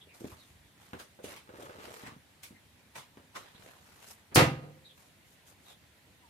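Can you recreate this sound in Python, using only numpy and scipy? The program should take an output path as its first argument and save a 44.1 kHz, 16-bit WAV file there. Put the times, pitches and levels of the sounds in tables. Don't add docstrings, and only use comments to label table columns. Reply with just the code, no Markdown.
import sys
import numpy as np
from scipy import signal
from scipy.fft import rfft, irfft, next_fast_len
from scipy.io import wavfile
from scipy.ndimage import uniform_filter1d

SR = 44100
rng = np.random.default_rng(int(sys.argv[2]) if len(sys.argv) > 2 else 0)


def to_wav(s):
    ch = np.atleast_2d(s).T
    pcm = np.round(np.clip(ch, -1, 1) * 32767)
    wavfile.write(sys.argv[1], SR, pcm.astype(np.int16))


N = 277588
TIME = np.arange(N) / SR

# time in seconds, relative force in dB.
LID_HITS = [(4.3592, 2), (4.3675, -2), (4.374, -5.5), (4.381, -1), (4.393, -0.5), (4.409, -2.5),
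            (4.427, -11)]
# frequency in Hz, relative level in dB, decay t60 in seconds.
THROB = [(128, -2.5, .52), (147.5, -3, .56)]


def amp(db):
    return 10 ** (np.asarray(db) / 20)


def unit(x):
    return x / np.sqrt(np.mean(x ** 2) + 1e-20)


def read(points, hz):
    f, value = np.transpose(points)
    return np.interp(np.log(hz + 1), np.log(f + 1), value)


def add(mix, start_s, sound):
    part = mix[:, round(start_s * SR):][:, :sound.shape[-1]]
    part += sound[..., :part.shape[1]]


def colour(x, spectrum, treble_db=0, shelf_hz=3200, size=4096):
    hz = abs(np.fft.fftfreq(size, 1 / SR))
    shelf = amp(treble_db * hz ** 2 / (hz ** 2 + shelf_hz ** 2))
    gain = unit(amp(read(spectrum, hz))) * shelf
    minimum_phase = np.exp(np.conj(signal.hilbert(np.log(gain + 1e-6))))
    taps = np.fft.ifft(minimum_phase).real[None, :size // 2]
    return signal.oaconvolve(x, taps, axes=1)[:, :x.shape[1]]


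def noise(n):
    # frequency in Hz, left-right coherence.
    likeness = [(60, 1), (130, 0.8), (290, 0.84), (640, 0.43), (1400, 0.1), (16000, 0.081)]
    length = next_fast_len(n, True)
    a, b = rfft(rng.standard_normal((2, length)))
    same = read(likeness, np.fft.rfftfreq(length, 1 / SR))
    right = same * a + np.sqrt(1 - same ** 2) * b
    return irfft(np.array([a, right]), length)[:, :n]


def dying(t60_table, n, size=256):
    hz, t, z = signal.stft(noise(n), SR, nperseg=size)
    decay = np.exp(-np.log(1000) * t / read(t60_table, hz)[:, None])
    return signal.istft(z * decay, SR, nperseg=size)[1][:, :n]


def grains(n, per_s, spread_db, smooth):
    size = amp(spread_db * np.minimum(rng.exponential(1, (2, n)), 4))
    sign = rng.choice([-1, 1], (2, n))
    clicks = size * sign * (rng.random((2, n)) < per_s / SR)
    return unit(unit(clicks) + smooth * noise(n))


def burst(t, rise_s, t60_s):
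    return np.exp(np.minimum(t / rise_s, -np.log(1000) * t / t60_s))


def swell(t, rise_s, fall_s, curve):
    return np.interp(t, [-rise_s, 0, fall_s], [0, 1, 0]) ** curve


def shimmer(x, depth_db, size=512):
    z = signal.stft(x, SR, nperseg=size)[2]
    patches = uniform_filter1d(rng.standard_normal(z.shape[1:]), size=4, axis=0)
    patches = unit(uniform_filter1d(patches, size=7, axis=1))
    return signal.istft(z * unit(amp(depth_db * patches)), SR, nperseg=size)[1][:, :x.shape[1]]


def from_left(x, lead_s):
    return np.array([x[0], np.interp(TIME - lead_s, TIME, x[1])])


def outdoor_air(level_db=-62.5):
    # frequency in Hz, density in dB per Hz.
    air_spectrum = [(15, -39.5), (25, -44.5), (70, 3.5), (97, 4), (223, -0.5), (416, -8), (1020, -8.5),
                    (1130, -12), (1890, -7.5), (2690, -10.5), (3920, -12), (5140, -17), (11000, -18.5),
                    (14800, -23), (16000, -39)]
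    return amp(level_db) * shimmer(colour(noise(N), air_spectrum), depth_db=1.5)


def birds(level_db=0, trill_depth=0.056, fall_oct_per_s=3.1):
    # start in seconds, length in seconds, start pitch in Hz, relative level in dB.
    chirps = [(0, 0.032, 3520, -54.5), (0.061, 0.094, 2695, -58.5), (0.341, 0.13, 4490, -62.5),
              (2.534, 0.059, 2126, -61.5), (2.78, 0.034, 2460, -64), (3.533, 0.04, 3970, -58.5),
              (4.836, 0.043, 3983, -55), (4.878, .05, 3660, -57), (5.63, 0.14, 4170, -59),
              (6.2, 0.097, 1046, -62)]
    out = np.zeros((2, N))
    for start_s, length_s, start_hz, db in chirps:
        n = int(length_s * SR)
        wobble = 1 + trill_depth * unit(uniform_filter1d(rng.standard_normal(n), size=50))
        hz = start_hz * 2 ** (-fall_oct_per_s * TIME[:n]) * wobble
        call = np.sin(2 * np.pi * np.cumsum(hz) / SR) * unit(np.hanning(n))
        scatter = dying([(2000, 0.086), (5000, 0.16)], SR // 4)
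        scatter = scatter / np.linalg.norm(scatter[0])
        add(out, start_s, amp(db + level_db) * signal.fftconvolve(call[None], scatter, axes=1))
    return out


def rebounds(count=4, duller_db=5):
    # start in seconds, relative level in dB, pitch in Hz, relative click level in dB,
    # rebound gap in seconds, loss per rebound in dB.
    knock_rows = [(.072, -54.5, 387, -23, 0.065, 1), (.208, -39, 330, -26, .009, 6),
                  (.244, -31.5, 287, -8, .012, 12), (0.323, -45, 94, -19, 0.017, 17),
                  (.506, -53.5, 76, -29, 0.049, 1), (0.933, -35.5, 280, 10, 0.016, 7),
                  (0.9993, -47.5, 400, -5, 0.016, 4), (1.19, -42.5, 530, -7, 0.023, 17),
                  (1.242, -35, 400, -13, 0.038, 5.5), (1.492, -42, 430, 4.5, 0.047, 0.5),
                  (1.598, -42.5, 495, -17, .024, 2), (1.695, -41, 517, 5.5, 0.058, 5),
                  (1.786, -44, 390, -15, .06, 2), (1.873, -42.5, 388, -12, 0.032, 10),
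                  (2.035, -42, 227, -8, 0.043, 2), (2.507, -44.5, 234, -7, .02, 7),
                  (3.172, -46.5, 278, 8.5, 0.026, 5), (3.548, -50, 168, 3, .046, 2)]
    return [(s + k * gap_s, db - k * loss_db, hz, click_db - k * duller_db)
            for s, db, hz, click_db, gap_s, loss_db in knock_rows for k in range(count)]


def knocks(blow_db=1, body_db=-13, cycles=0.38, snap_db=25):
    # frequency in Hz, decay t60 in seconds.
    rattle_t60 = [(100, 0.155), (450, 0.21), (1500, 0.2), (8000, 0.2)]
    # frequency in Hz, density in dB per Hz.
    hollow_spectrum = [(40, -28.5), (90, 2), (140, -3.5), (200, -0.5), (310, -3.5), (390, 2.5), (440, -4.5),
                       (495, 4.5), (600, 3), (800, -3.5), (1500, 6), (6000, -8)]
    click_spectrum = [(100, 4), (1000, 7.5), (3200, -3.5), (5000, -15.5), (16000, -22)]
    blows, bodies, clicks = np.zeros((3, 2, N))
    n = SR // 5
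    rattles = [dying(rattle_t60, n) for _ in range(8)]
    for k, (s, db, hz, click_db) in enumerate(rebounds()):
        turns, rattle = hz * TIME[:n], rattles[k % len(rattles)]
        envelope = np.sqrt(turns / cycles) * np.exp(1 - turns / cycles)
        blow = -np.sin(2 * np.pi * turns) * envelope
        body = signal.fftconvolve(rattle, blow[None] / np.linalg.norm(blow), axes=1)
        click = rattle / amp(snap_db) - (turns == 0)
        add(blows, s, amp(db + blow_db) * blow)
        add(bodies, s, amp(db + body_db) * body)
        add(clicks, s, 2 * amp(db + click_db) * click)
    sound = blows + colour(bodies, hollow_spectrum) + colour(clicks, click_spectrum)
    return signal.sosfilt(signal.butter(2, 55, "high", fs=SR, output="sos"), sound)


def rustle(rub_db=-1, crinkle_db=-1, catch_db=2, curve=0.93):
    # time of peak, rise and fall in seconds, relative rub and crinkle levels in dB.
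    strokes = [(0.145, 0.015, 0.51, -61, -61.5), (.31, 0.18, .05, -63, -62.5), (.82, 0.051, .25, -61, -66),
               (1.3, .07, .1, -47.5, -54.5), (1.615, 0.069, .13, -55, -58.5),
               (1.71, 0.05, 0.16, -57.5, -67), (1.845, 0.074, 0.26, -49, -58),
               (1.945, .09, 0.14, -56.5, -56), (3.43, 0.034, .27, -55, -69), (3.645, 0.079, .17, -55, -62),
               (4, 0.35, .3, -60, -64), (4.12, 0.13, 0.063, -57.5, -53.5), (5.01, 0.069, .14, -64.5, -64),
               (5.32, 0.11, .07, -71, -66), (5.49, 0.039, .06, -61.5, -57.5), (5.7, 0.098, .06, -57, -59.5)]
    # frequency in Hz, density in dB per Hz.
    rub_spectrum = [(50, -10.5), (130, -19), (420, -3), (700, -1), (1200, -3.5), (2400, -6.5),
                    (4000, -10.5), (7000, -22.5), (16000, -60.5)]
    crinkle_spectrum = [(500, -46), (2000, -13), (4000, -0.5), (7000, 4.5), (10500, 2), (14000, 0.5),
                        (16000, -37.5)]
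    rub_level, crinkle_level = np.zeros((2, N))
    for top_s, rise_s, fall_s, rub, crinkle in strokes:
        speed = swell(TIME - top_s, rise_s, fall_s, curve)
        rub_level = np.hypot(rub_level, speed * amp(rub + rub_db))
        crinkle_level = np.hypot(crinkle_level, speed * amp(crinkle + crinkle_db))
    drift = uniform_filter1d(uniform_filter1d(rng.standard_normal(N), size=400), size=200)
    catch = amp(catch_db * unit(drift))
    rub_sound = colour(grains(N, 500, 4, .7), rub_spectrum)
    crinkle_sound = colour(grains(N, 1300, 3.5, 1), crinkle_spectrum)
    return catch * (rub_level * rub_sound + crinkle_level * crinkle_sound)


def flicks(level_db=-1, snap_db=12.5, ring_db=-1, ring_q=6, t60_s=0.23):
    # time of snap in seconds, relative level in dB, rise in seconds, treble shelf in dB,
    # ring of the sheet in Hz.
    flick_rows = [(.321, -48, 0.0051, -23, 1220), (1.0, -46.5, 0.0077, 2, 1630),
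                  (1.246, -52.5, 0.008, 10, 2400), (1.364, -46.5, .002, -2.5, 2400),
                  (2.072, -40.5, .022, -11, 1940), (2.435, -51, 0.0038, 11.5, 2250),
                  (2.958, -42.5, 0.0049, -1.5, 890), (2.983, -44, .008, -5, 3400),
                  (3.36, -37.5, 0.0065, -6.5, 1050)]
    # frequency in Hz, density in dB per Hz.
    paper_spectrum = [(40, -57), (120, -4), (250, -11), (550, -5.5), (1000, -2), (1500, -5), (3600, -7),
                      (5500, -11), (9000, -11.5), (13000, -16.5), (16000, -27)]
    snap_rise_s = 0.0032
    out, lead = np.zeros((2, N)), SR // 10
    t = (np.arange(SR // 2) - lead) / SR
    for s, db, rise_s, treble_db, hz in flick_rows:
        shower = burst(t, rise_s, t60_s) * grains(len(t), 3500, 2.7, 1)
        shower[:, lead] += amp(snap_db) * snap_rise_s / rise_s
        sheet = colour(shower, paper_spectrum, treble_db)
        ring = signal.lfilter(*signal.iirpeak(hz, ring_q, fs=SR), sheet)
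        add(out, s + t[0], amp(db + level_db) * (sheet + amp(ring_db) * ring))
    return out


def drag(slips_per_s=170, level_db=-54.5):
    # frequency in Hz, width in Hz, gain in dB.
    drag_modes = [(390, 28, -3), (442, 37, 4), (488, 36, 0), (616, 50, 0), (730, 45, -18), (876, 75, 1.5),
                  (1200, 190, 2)]
    slips = grains(N, slips_per_s, 2.1, 0.16)
    slips = slips + .5 * slips[::-1]
    ring = np.zeros((2, N))
    for hz, width_hz, gain_db in drag_modes:
        ring += amp(gain_db) * signal.lfilter(*signal.iirpeak(hz, hz / width_hz, fs=SR), slips)
    pull = swell(TIME - 1.815, rise_s=0.35, fall_s=0.37, curve=0.31)
    return amp(level_db) * pull * unit(ring)


def lid_fall(puff_db=-51, graze_db=-25, graze_s=4.349, bite_s=.0072, bite_db=5):
    puff_spectrum = [(40, -11), (130, 2.0), (400, 0.5), (1400, -4.5), (2800, -10),
                     (4500, -35.0), (12000, -49.5)]
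    graze_spectrum = [(300, -20.0), (3400, -34), (4500, -2.5), (7000, -8), (10000, -3.0), (16000, -16)]
    out, start_s = np.zeros((2, N)), 4.2
    t = start_s + TIME[:SR // 2]
    puff = colour(noise(len(t)), puff_spectrum) * burst(t - 4.322, 0.0065, .7)
    graze = colour(grains(len(t), 5000, 3, 0.89), graze_spectrum)
    touch = amp(graze_db) * burst(t - graze_s, 0.0013, 0.038)
    bite = amp(graze_db + bite_db) * burst(t - graze_s - bite_s, 0.0013, 0.038)
    add(out, start_s, amp(puff_db) * puff + graze * (touch + bite))
    return out


def contacts(count=4):
    settle_gap_s, settle_db, settle_loss_db = .051, -29, 2
    hard_first_db, hard_last_db, soften_s = 2, -13, 0.026
    first_s, last_s = LID_HITS[0][0], LID_HITS[-1][0]
    taps = [(last_s + (k + 1) * settle_gap_s, settle_db - k * settle_loss_db) for k in range(count)]
    rows = []
    for s, force_db in list(LID_HITS) + taps:
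        edge = np.exp(-((s - first_s) / soften_s) ** 2)
        rows.append((s, force_db, hard_last_db + (hard_first_db - hard_last_db) * edge))
    return rows


def lid(walls_db=-20, crack_db=17):
    # frequency in Hz, density in dB per Hz.
    wall_spectrum = [(20, -31), (45, -28), (70, -9.5), (110, -17), (170, -8.5), (270, -5), (420, -3),
                     (750, -2), (1300, -11), (1900, -8), (3500, -11), (6500, -17.5), (10000, -21.5),
                     (16000, -28.5)]
    # frequency in Hz, decay t60 in seconds.
    wall_t60 = [(100, 0.57), (500, 0.2), (1500, 0.32), (4000, 0.27), (9000, 0.23), (13000, 0.26),
                (15500, 0.083)]
    out = np.zeros((2, N))
    for s, force_db, treble_db in contacts():
        clatter = dying(wall_t60, SR // 2)
        clatter[:, 0] -= amp(crack_db)
        add(out, s, amp(force_db + walls_db) * colour(clatter, wall_spectrum, treble_db))
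    return out


def boom(level_db=-26, in_step_s=.0195):
    bin_modes = THROB + [(82.5, -13.5, 0.55), (104.8, 1, 0.16), (167.6, -8.5, .4), (189.0, -6, .3),
                 (255.5, -10.5, 0.48), (307.0, -2.5, 0.21), (324, -11.5, .45), (354, -5.5, .18),
                 (438, -14.5, .19), (457, -22.5, 0.31), (504.0, -1.5, 0.28), (522, -23.0, 0.99),
                 (540, -2.5, .24), (665, -9.5, .24), (694, -14, 0.27), (795.0, -8, 0.38),
                 (887.0, -8.5, .23), (957, -9, .3), (1080, -8, 0.21), (1232, -4.5, 0.33), (1339, -11, 0.2),
                 (1377, -7, .24), (1470, -27.0, 0.19), (1510, -12, .22), (1872, -8, 0.29),
                 (1990, -10.5, .22), (2310, -12, 0.24), (2760, -10.5, 0.34)]
    out, t, start_s = np.zeros((2, N)), TIME[:SR], LID_HITS[0][0]
    for hz, db, t60_s in bin_modes:
        energy = np.zeros(len(t))
        for s, force_db, _ in contacts():
            age = t - (s - start_s)
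            decay = np.exp(-np.log(1000) * abs(age) / t60_s)
            energy += (age >= 0) * (amp(force_db) * decay) ** 2
        tone = np.sin(2 * np.pi * hz * (t - in_step_s))
        add(out, start_s, amp(level_db + db) * np.sqrt(energy) * tone)
    return out


def yard(x, wet_db, build_s):
    # frequency in Hz, decay t60 in seconds.
    yard_t60 = [(100, 1), (500, 1), (1500, 0.78), (4000, 0.62), (9000, 0.21), (16000, 0.12)]
    yard_spectrum = [(80, -1), (500, -7), (1500, -7.5), (4000, -8.0), (16000, 3.5)]
    tail = dying(yard_t60, SR) * (1 - np.exp(-(TIME[:SR] / build_s) ** 2))
    tail = colour(tail / np.linalg.norm(tail[0]), yard_spectrum)
    return amp(wet_db) * signal.fftconvolve(x, tail, axes=1)[:, :N] / 2


def far_wall(x, echo_db, delay_s=0.27):
    echo_spectrum = [(100, 3), (300, -3.0), (520, 6), (800, -11), (1500, -16), (8000, -37)]
    out = np.zeros((2, N))
    add(out, delay_s, amp(echo_db) * colour(x, echo_spectrum))
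    return out


def scene():
    clatter = shimmer(lid(), depth_db=0.5) + lid_fall()
    bin_ring = from_left(boom(), .00025)
    paper = shimmer(flicks() + rustle(), depth_db=2.5)
    near = clatter + from_left(knocks() + drag(), 0.00034) + paper
    echoes = yard(near + 0.68 * bin_ring, wet_db=-18, build_s=0.032)
    echoes = echoes + far_wall(clatter + bin_ring, echo_db=-49)
    return near + bin_ring + echoes + birds() + outdoor_air()


def record(dry):
    # frequency in Hz, left-right difference in dB.
    balance = [(100, -0.7), (400, -0.9), (1300, -1), (4400, -1.3), (8000, -0.3), (15000, 4.5)]
    edge_hz = 15900
    length = next_fast_len(N, True)
    tilt_db = read(balance, np.fft.rfftfreq(length, 1 / SR)) * np.array([[.5], [-.5]])
    heard = irfft(rfft(dry, length) * amp(tilt_db), length)[:, :N]
    low_pass = signal.firwin(511, edge_hz, window=("kaiser", 9), fs=SR)
    return signal.oaconvolve(heard, low_pass[None], "same")


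dry = scene()
out = record(dry)
to_wav(out)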